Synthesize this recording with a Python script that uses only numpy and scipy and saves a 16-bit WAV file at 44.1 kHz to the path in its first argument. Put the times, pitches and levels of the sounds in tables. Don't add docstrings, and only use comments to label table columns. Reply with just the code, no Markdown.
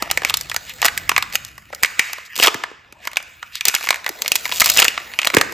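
import sys
import numpy as np
from scipy import signal
from scipy.fft import rfft, irfft, next_fast_len
from scipy.io import wavfile

SR = 44100
rng = np.random.default_rng(int(sys.argv[2]) if len(sys.argv) > 2 else 0)


def waveform_to_disk(signal):
    frames = np.transpose(np.atleast_2d(signal))
    scaled = np.clip(frames, -1, 1) * 32767
    samples = np.round(scaled).astype(np.int16)
    wavfile.write(sys.argv[1], SR, samples)


N = 243873

# (time [s], mid rustle level [dB], treble level [dB], low part level [dB])
RUSTLE_CURVE = [(0.0, -35.5, -41, -35), (0.28, -40, -47, -47.5), (0.63, -48, -41.5, -49),
                (1.08, -38, -44, -45), (1.59, -49, -53, -59), (1.8, -43, -47.5, -51), (1.99, -36, -41, -44),
                (2.22, -47.5, -57, -54.5), (2.42, -35, -39.5, -60), (2.55, -49, -46, -38),
                (2.76, -53, -72, -58), (3.02, -55, -58.5, -52), (3.16, -45.5, -51.5, -52),
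                (3.59, -45.5, -51, -60), (3.73, -29, -33, -57), (3.8, -32.5, -34, -44),
                (4.05, -45.5, -48, -48), (4.24, -37.5, -35.5, -38.5), (4.5, -34.5, -31.5, -44.5),
                (4.73, -29.5, -21.5, -33), (4.97, -35.5, -40, -40.5), (5.53, -46, -42.5, -48.5)]
# (frequency [Hz], density [dB per Hz])
SHEET_COLOUR = [(150, -22.5), (600, -2.5), (1100, -3), (1800, 4.5), (2400, 3.5), (4000, 0), (7300, -8),
                (11000, -14), (16000, -12.5)]
# (time [s], level [dB])
RUMBLE_CURVE = [(0.0, -49.5), (0.34, -44), (0.69, -52), (1.08, -43.5), (2.14, -61), (4.31, -59.5),
                (4.7, -46.5), (5.05, -59), (5.27, -57), (5.53, -47)]
# (frequency [Hz], density [dB per Hz])
RUMBLE_SPECTRUM = [(15, -51), (30, -13), (55, 0), (110, -3), (160, -6.5), (220, -12.5), (320, -15),
                   (700, -69.5)]
# (time [s], panel pitch [Hz], panel level [dB], crack level [dB], thud pitch [Hz], thud level [dB])
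CREASE_SNAPS = [(0.0239, 2100, -13, -12.5, 606, -11.5), (0.0746, 1340, -33, -56, 736, -25),
                (0.1018, 2440, -18, -40, 804, -21), (0.1127, 1840, -8.5, -0.5, 1240, -13.5),
                (0.1745, 2010, -6.5, -12, 520, -17.5), (0.2197, 1970, -20, -35, 760, -20),
                (0.2344, 1760, -21, -35, 860, -21), (0.249, 2300, -7.5, -11, 760, -13.5),
                (0.288, 2100, -34, -21, 1220, -34), (0.2976, 2830, -6, -16, 1236, -33),
                (0.304, 1330, -35, -14, 1220, -12.5), (0.3406, 3680, -3.5, -9, 1210, -11),
                (0.3711, 4200, -41, -7.5, 1120, -30), (0.411, 2230, -22.5, -14, 625, -39),
                (0.4978, 3340, -18, -19, 1070, -28), (0.5154, 1880, -18, -40, 1130, -34),
                (0.5444, 1310, -21, -19, 1340, -16), (0.5635, 1810, -10, -6, 720, -21),
                (0.6952, 2770, -31, -22, 1020, -33), (0.7375, 1600, -75, -29, 800, -60),
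                (0.818, 2470, -12.5, -8.5, 1280, -16), (0.8272, 1790, -9.5, -29, 1170, -6.5),
                (0.8469, 1790, -5.5, -8, 1070, -11), (0.8537, 1710, -9, 1.5, 1250, -4.5),
                (0.8612, 2890, -8, -3.5, 845, -14), (0.8829, 2130, -8.5, -30, 1180, -13),
                (0.9767, 2080, -10.5, -7.5, 600, -38), (1.0933, 2400, -1.5, -4.5, 1100, -7.5),
                (1.1161, 2330, -18, -31, 990, -9), (1.1638, 2340, -7, -32, 1190, -8),
                (1.1794, 2170, -3.5, -8, 1210, -6.5), (1.2248, 3670, -14, -12.5, 1330, -12.5),
                (1.3489, 2060, -36, -17, 690, -23.5), (1.3546, 2580, -5, -1.5, 1340, -17),
                (1.4491, 2040, -29, -19, 1160, -34.5), (1.5798, 1950, -30.5, -34, 1150, -27),
                (1.7284, 1680, -30.5, -59, 600, -36.5), (1.7321, 1280, -26, -62, 585, -28.5),
                (1.7486, 2900, -40, -18.5, 590, -54), (1.8283, 1880, -33, -12, 870, -22),
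                (1.8335, 2120, 0, 0, 1250, -6.5), (1.8474, 2200, -6, -33, 1220, -34),
                (1.8593, 2780, -18, -18, 1000, -46), (1.9942, 2165, 4, -3.5, 1220, -22),
                (2.0958, 1890, -39, -45, 1140, -26), (2.1321, 2240, -29, -13.5, 1250, -20.5),
                (2.1826, 2370, -42, -34, 1040, -26), (2.356, 2760, -38, -22, 1160, -43),
                (2.3668, 2830, -27, -27, 1290, -49), (2.3893, 1320, -25, -19, 1280, -15.5),
                (2.399, 2830, -9.5, -29, 500, -12.5), (2.4279, 2530, -2.5, -3, 610, -20),
                (2.4353, 2800, -9.5, 3.5, 593, -37), (2.463, 2570, -23, -3.5, 820, -14),
                (2.4716, 3130, -0.5, -9, 1070, -5), (2.4806, 2550, -5.5, -19, 1240, -4),
                (2.5438, 1750, -15.5, -25, 840, -19.5), (2.6372, 1675, -16.5, -39, 927, -9.5),
                (2.7142, 1740, -42, -55.5, 430, -30), (2.9249, 2400, -35, -36, 408, -37),
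                (3.053, 1830, -30, -31, 1070, -29), (3.0732, 1900, -15, -14, 1400, -14),
                (3.1327, 2360, -31, -27, 1160, -27.5), (3.159, 3670, -29, -35, 970, -27),
                (3.1699, 2400, -7.5, -13.5, 1050, -15), (3.2013, 1250, -37, -53, 1120, -22.5),
                (3.2276, 1950, -32, -31, 1110, -52), (3.4283, 1430, -25, -69, 1250, -26),
                (3.5546, 3760, -18, -17.5, 1090, -56), (3.6097, 2460, -12, -23, 1300, -30),
                (3.6539, 3550, -7.5, 2.5, 1230, -16), (3.6833, 2620, -1.5, 7.5, 1400, -31),
                (3.692, 2330, -27, -26, 1130, -46), (3.7418, 1590, -9, -16, 1390, -13),
                (3.75, 3070, -6, -4.5, 1244, -30), (3.7627, 2150, -16.5, -31, 1230, -28),
                (3.8095, 1320, -33, -23, 1170, -20.5), (3.8408, 3100, -40, -19.5, 850, -23.5),
                (3.8717, 2020, -14.5, -35, 1110, -14.5), (3.889, 2200, -6.5, -7.5, 1160, -41),
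                (3.9057, 2160, -3.5, -6.5, 1065, -4), (3.9276, 2000, -19, -30, 1030, -16.5),
                (3.9436, 2270, -16, -23, 1140, -27), (3.9589, 1840, -20, -26, 820, -37),
                (4.0443, 1950, -24.5, -29, 870, -48), (4.0636, 2000, -11.5, -38, 1210, -12.5),
                (4.079, 2010, -24, -30, 855, -23), (4.0916, 1990, -22, -10.5, 686, -21.5),
                (4.2203, 2870, -13, -5.5, 830, -25.5), (4.2476, 2200, -26, -26, 614, -26),
                (4.2607, 2300, -14, -44, 754, -26), (4.2796, 2760, -14, -4.5, 1260, -42),
                (4.3184, 2650, -2.5, -1.5, 1160, -23), (4.3555, 2380, -8, 1.5, 930, -20.5),
                (4.3613, 2420, -12, -5, 1190, -38), (4.4549, 2320, -12.5, -19, 1000, -19),
                (4.462, 2700, -32, -17, 960, -19.5), (4.4937, 2390, -22, -33, 810, -23),
                (4.516, 2360, -13, -27, 950, -36), (4.5226, 3530, -11.5, -18, 1010, -15),
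                (4.599, 4300, -9, -5, 1080, -27), (4.605, 4820, -25, 7, 1020, -27),
                (4.6175, 2100, -1, -3, 1224, -4), (4.6447, 2680, -23, -9, 1070, -25),
                (4.6595, 2640, -16, 1, 1250, -17), (4.668, 1970, -24, -22, 1160, -16),
                (4.6916, 2970, -16.5, -12, 1160, -23), (4.6991, 3000, -21, 6.5, 1270, -13.5),
                (4.7728, 3130, -26.5, 2, 455, -19.5), (4.784, 2810, -5.5, -18, 1290, -32),
                (4.7898, 2920, 1, -1.5, 466, -16.5), (4.7989, 2310, 2, 7, 1320, -6.5),
                (4.8205, 2730, -1, -7, 1020, -4.5), (4.8254, 3070, -2, -17, 1360, -6.5),
                (4.845, 2700, -10, -2, 746, -21), (4.8507, 1900, -6.5, -11, 1310, -12),
                (4.8816, 2720, -3.5, -10, 460, -25), (4.977, 1380, -37, -57, 1180, -9.5),
                (5.1372, 2300, -23, -40, 1230, -24.5), (5.1891, 2560, -6.5, -38, 1250, -12),
                (5.217, 2440, -15, -35, 1190, -20), (5.221, 2710, -28, -31, 825, -29),
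                (5.231, 2700, -15.5, -39, 1080, -25), (5.2475, 2480, -9.5, -22, 830, -22),
                (5.2533, 2500, -25, -11, 805, -19.5), (5.2668, 2730, -23, -35, 960, -16),
                (5.2714, 3700, -2.5, -5, 834, -5), (5.3014, 2150, -16, -20, 1230, -13),
                (5.336, 1820, -25, -33, 620, -22), (5.3409, 2260, -9, -24, 1180, -10),
                (5.3474, 1800, -8.5, -5.5, 386, -11), (5.3681, 2200, 4.5, -5, 464, -0.5),
                (5.3847, 2930, -10.5, -15, 1180, -20), (5.4124, 1780, -4, -5.5, 1300, -3.5),
                (5.5232, 2110, -49, -23, 400, -27.5)]
# (start [s], length [s], level [dB])
SEAM_RIPS = [(0.256, 0.046, -30), (0.822, 0.061, -25.5), (1.323, 0.02, -33.5), (2.423, 0.026, -11),
             (2.444, 0.021, -14), (3.668, 0.033, -23.5), (4.604, 0.02, -18), (4.763, 0.055, -17.5)]
# (start [s], length [s], typical panel level [dB], typical crack level [dB])
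FOLD_CRACKLES = [(0.388, 0.05, -56, -30), (1.324, 0.022, -29.5, -25), (1.461, 0.025, -41, -34),
                 (2.366, 0.064, -22.5, -14.5), (3.114, 0.012, -31.5, -38.5), (3.532, 0.04, -57, -49),
                 (3.663, 0.014, -18, -25), (3.83, 0.045, -25.5, -25), (4.526, 0.061, -25, -18.5),
                 (4.642, 0.08, -16.5, -14), (4.741, 0.02, -26, -12.5)]
# (start [s], rise [s], fall [s], pitch [Hz], level [dB])
NOISE_SWELLS = [(0.656, 0.051, 0.023, 3100, -34), (.77, 0.034, 0.011, 2200, -38),
                (2.0, 0.012, 0.27, 2150, -32.5), (2.01, 0.015, 0.086, 4950, -51.5),
                (2.248, 0.01, 0.025, 5700, -44), (3.011, 0.043, 0.033, 2430, -38),
                (3.52, 0.054, 0.022, 4000, -34)]
# (start [s], peak level [dB], pitch [Hz], width [Hz])
BAR_KNOCKS = [(0.853, -25, 350, 250), (1.702, -33.5, 600, 150), (1.728, -24, 560, 99),
              (1.817, -40, 550, 200), (1.836, -41, 400, 200), (2.474, -10.5, 420, 300),
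              (2.547, -21, 201, 300), (3.683, -42, 121, 100), (4.096, -29.5, 276, 90),
              (4.608, -43, 128, 120), (4.82, -23, 291, 200), (5.344, -15.5, 390, 150),
              (5.367, -7.5, 334, 400), (5.369, -13.5, 135, 100)]
# (frequency [Hz], time to fall 60 dB [s], relative level [dB])
ROOM_DECAY = [(150, 0.97, -24.5), (510, 0.46, -24), (1400, 0.81, -25), (3090, 0.61, -28),
              (5540, 0.69, -27.5), (11700, 0.38, -30)]
# (frequency [Hz], lead [rad])
LEFT_LEAD = [(0, 0), (300, .3), (1300, .3), (1400, 1.2), (1520, 2), (1600, 3.3), (1720, 6.4), (2760, 6.85),
             (4800, 6.35), (5800, 5.45), (6400, 6.05), (6900, 6.1), (7900, 5.4), (10000, 3), (12600, .2),
             (15700, -3), (22050, -3)]
# (frequency [Hz], left minus right [dB])
LEFT_OVER_RIGHT = [(60, 0.5), (300, 0), (1200, 2), (1470, -9), (1620, -1.5), (1900, -5), (2300, 0.5),
                   (3500, 0.5), (16000, 0.2)]
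# (frequency [Hz], gain [dB])
PORT_DIFFERENCE = [(60, -20), (300, -10), (1250, -13.5), (1400, -8.5), (1650, -9), (1800, -22),
                   (6000, -19.5), (12000, -55)]

THUD_RISE_S = 0.00058
CRACKLE_GAP_S, CRACKLE_SPREAD_DB = 0.0065, 0.5
CRACKLE_PANEL_HZ, CRACKLE_THUD_HZ = 2600, 1024
CRACKLE_THUD_DB = -11.5
CUTOFF_HZ = 16700
SIZE = next_fast_len(N + SR)
HZ = np.maximum(np.arange(SIZE // 2 + 1) * SR / SIZE, 1)


def amp(db):
    return 10 ** (np.asarray(db) / 20)


def rms_one(x):
    return x / np.sqrt(np.mean(x ** 2) + 1e-20)


def peak_one(x):
    return x / np.abs(x).max()


def in_time(rows):
    s, *columns = np.transpose(rows)
    return [np.interp(np.arange(N) / SR, s, column) for column in columns]


def at_hz(points, hz, column=1):
    points = np.array(points)
    return np.interp(np.log(hz), np.log(points[:, 0]), points[:, column])


def filtered(x, response):
    return irfft(rfft(x, SIZE) * response, SIZE)[..., :N]


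def band(x, low_hz, high_hz):
    return signal.sosfilt(signal.butter(2, [low_hz, high_hz], "band", fs=SR, output="sos"), x)


def resonance(x, hz, width_hz):
    radius = np.exp(-np.pi * width_hz / SR)
    poles = [1, -2 * radius * np.cos(2 * np.pi * hz / SR), radius * radius]
    return signal.lfilter([1, 0, -1], poles, x)


def grains(per_s, spread_db, friction):
    sizes = amp(spread_db * np.minimum(rng.exponential(1, N), 4)) * rng.choice([-1, 1], N)
    buckles = sizes * (rng.random(N) < per_s / SR)
    rough = rms_one(buckles) + friction * rng.standard_normal(N)
    return rms_one(filtered(rough, amp(at_hz(SHEET_COLOUR, HZ))))


def rustle():
    mid_db, treble_db, low_db = in_time(RUSTLE_CURVE)
    clumps = amp(0.71 * rms_one(band(rng.standard_normal(N), 7.8, 110)))
    raw = clumps * grains(900, 5.4, friction=1.0)
    edges = 200 * 2 ** np.arange(0, 6.6, .5)
    step = 1500
    shifts = rng.standard_normal((len(edges), N // step + 2))
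    sheet = 0
    for low_hz, high_hz, shift in zip(edges, edges[1:], shifts):
        drift = np.interp(np.arange(N) / step, np.arange(len(shift)), shift)
        sheet = sheet + band(raw, low_hz, high_hz) * amp(2.5 * drift)
    mid = amp(mid_db) * rms_one(band(sheet, 940, 3040))
    treble = amp(treble_db) * rms_one(band(sheet, 4400, 22000))
    low = amp(low_db) * rms_one(band(sheet, 140, 1090))
    return mid + treble + low


def rumble():
    level_db, = in_time(RUMBLE_CURVE)
    low = filtered(rng.standard_normal((2, N)), amp(at_hz(RUMBLE_SPECTRUM, HZ)))
    return amp(level_db) * rms_one(low)


def snaps(rows):
    length = 1600
    t, out = np.arange(length) / SR, np.zeros(N + length)
    chance = rng.standard_normal((len(rows), 3, length))
    chance[:, :, 4] += 3.88 * np.sign(chance[:, :, 4])
    for (s, panel_hz, panel_db, crack_db, thud_hz, thud_db), noise in zip(rows, chance):
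        crack = band(noise[0] * amp(-60 * t / 0.012), 2410, 18800)
        crack += band(0.75 * noise[0, ::-1] * amp(-60 * t / 0.025), 4000, 7300)

        slips = noise[1] * (amp(-60 * t / 0.0067) + 0.36 * amp(-60 * t / 0.04))
        sharp = amp(min(0, 0.96 * (crack_db - panel_db - 5.5)))
        panel = rms_one(resonance(slips, panel_hz, 0.23 * panel_hz))
        panel = panel + 0.85 * sharp * rms_one(band(slips, 2300, 9000))

        push = noise[2] * amp(-60 * t / 0.016) * (1 - np.exp(-t / THUD_RISE_S))
        thud = rms_one(resonance(push, thud_hz, 113))
        thud = thud + 1.96 * rms_one(band(push, 0.5 * thud_hz, 2.53 * thud_hz))

        at = round(s * SR)
        out[at:at + length] += amp(panel_db + 8.5) * peak_one(panel)
        out[at:at + length] += amp(crack_db + 7.5) * peak_one(crack)
        out[at:at + length] += amp(thud_db + 2.5) * peak_one(thud)
    return out[:N]


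def rips():
    t, pull = np.arange(N) / SR, 0
    for s, length, db in SEAM_RIPS:
        to_edge = np.minimum(t - s, s + length - t)
        pull = pull + amp(db) * np.clip(to_edge / 0.00053, 0, 1)
    return pull * grains(2500, 3.5, friction=.4)


def crackles():
    rows = []
    chances = rng.standard_normal((len(FOLD_CRACKLES), 6, 20))
    for (start, length, panel_db, crack_db), chance in zip(FOLD_CRACKLES, chances):
        gap, size, soft, full, high, low = np.clip(chance, -2, 2)
        s = start + np.cumsum(CRACKLE_GAP_S * np.exp(0.4 * gap)) - CRACKLE_GAP_S
        panel_hz = CRACKLE_PANEL_HZ * np.exp(0.073 * high)
        panel = panel_db + CRACKLE_SPREAD_DB * (size + soft)
        crack = crack_db + CRACKLE_SPREAD_DB * size
        thud_hz = CRACKLE_THUD_HZ * np.exp(0.75 * low)
        thud = panel + CRACKLE_THUD_DB + CRACKLE_SPREAD_DB * full
        run = np.transpose([s, panel_hz, panel, crack, thud_hz, thud])
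        rows += list(run[(s > 0) & (s < start + length)])
    return rows


def noise_swells():
    t, out = np.arange(N) / SR, 0
    fine = grains(4500, 2.5, friction=0.75)
    for s, rise, fall, hz, db in NOISE_SWELLS:
        ramp = np.minimum((t - s) / rise, 1 - (t - s - rise) / fall)
        swell = np.clip(ramp, 0, 1) ** 0.76
        pitched = rms_one(band(fine, 0.64 * hz, 1.46 * hz))
        hiss = 0.77 * rms_one(band(fine, hz, 14000))
        out = out + amp(db) * swell * (pitched + hiss)
    return out


def knocks():
    length = 3000
    t, out = np.arange(length) / SR, np.zeros(N + length)
    noises = rng.standard_normal((len(BAR_KNOCKS), length))
    for (s, db, hz, width_hz), noise in zip(BAR_KNOCKS, noises):
        push = noise * amp(-60 * t / .022) * (1 - np.exp(-t / .002))
        mode = resonance(band(push, 0.5 * hz, 2 * hz), hz, width_hz)
        at = round(s * SR)
        out[at:at + length] += amp(db) * peak_one(mode)
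    return out[:N]


def room(x):
    t, tail = np.arange(int(.9 * SR)) / SR, 0
    white = rng.standard_normal((2, 2, len(t)))
    edges = 120 * 2 ** np.arange(0, 7.4, .5)
    for k, (low_hz, high_hz) in enumerate(zip(edges, edges[1:])):
        hz = np.sqrt(low_hz * high_hz)
        decay_db = -60 * t / at_hz(ROOM_DECAY, hz)
        level_db = at_hz(ROOM_DECAY, hz, column=2) - 22.5
        tail = tail + band(white[k % 2], low_hz, high_hz) * amp(level_db + decay_db)
    onset = 1 - np.exp(-t / 0.0007)
    return filtered(x, rfft(tail * onset, SIZE))


def ports(shared, other):
    lead = np.interp(HZ, *np.transpose(LEFT_LEAD))
    balance = amp(at_hz(LEFT_OVER_RIGHT, HZ) / 2)
    apart = filtered(other, amp(at_hz(PORT_DIFFERENCE, HZ)))
    left = filtered(shared + apart, balance)
    right = filtered(shared - apart, np.exp(-1j * lead) / balance)
    return np.array([left, right])


def scene():
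    wrapper = snaps(CREASE_SNAPS + crackles()) + rustle() + rips() + noise_swells() + knocks()
    tail, low = room(wrapper), rumble()
    smear = rng.standard_normal(130) * amp(-np.arange(130) * 0.028)
    near = signal.lfilter(smear / np.linalg.norm(smear), [1], wrapper)
    shared = wrapper + tail[0] + low[0]
    other = near + amp(8.5) * tail[1] + low[1]
    return ports(shared, other)


def record(dry):
    clipped = np.clip(dry, -.97, .97)
    return signal.sosfilt(signal.cheby2(10, 40, CUTOFF_HZ, fs=SR, output="sos"), clipped)


dry = scene()
out = record(dry)
waveform_to_disk(out)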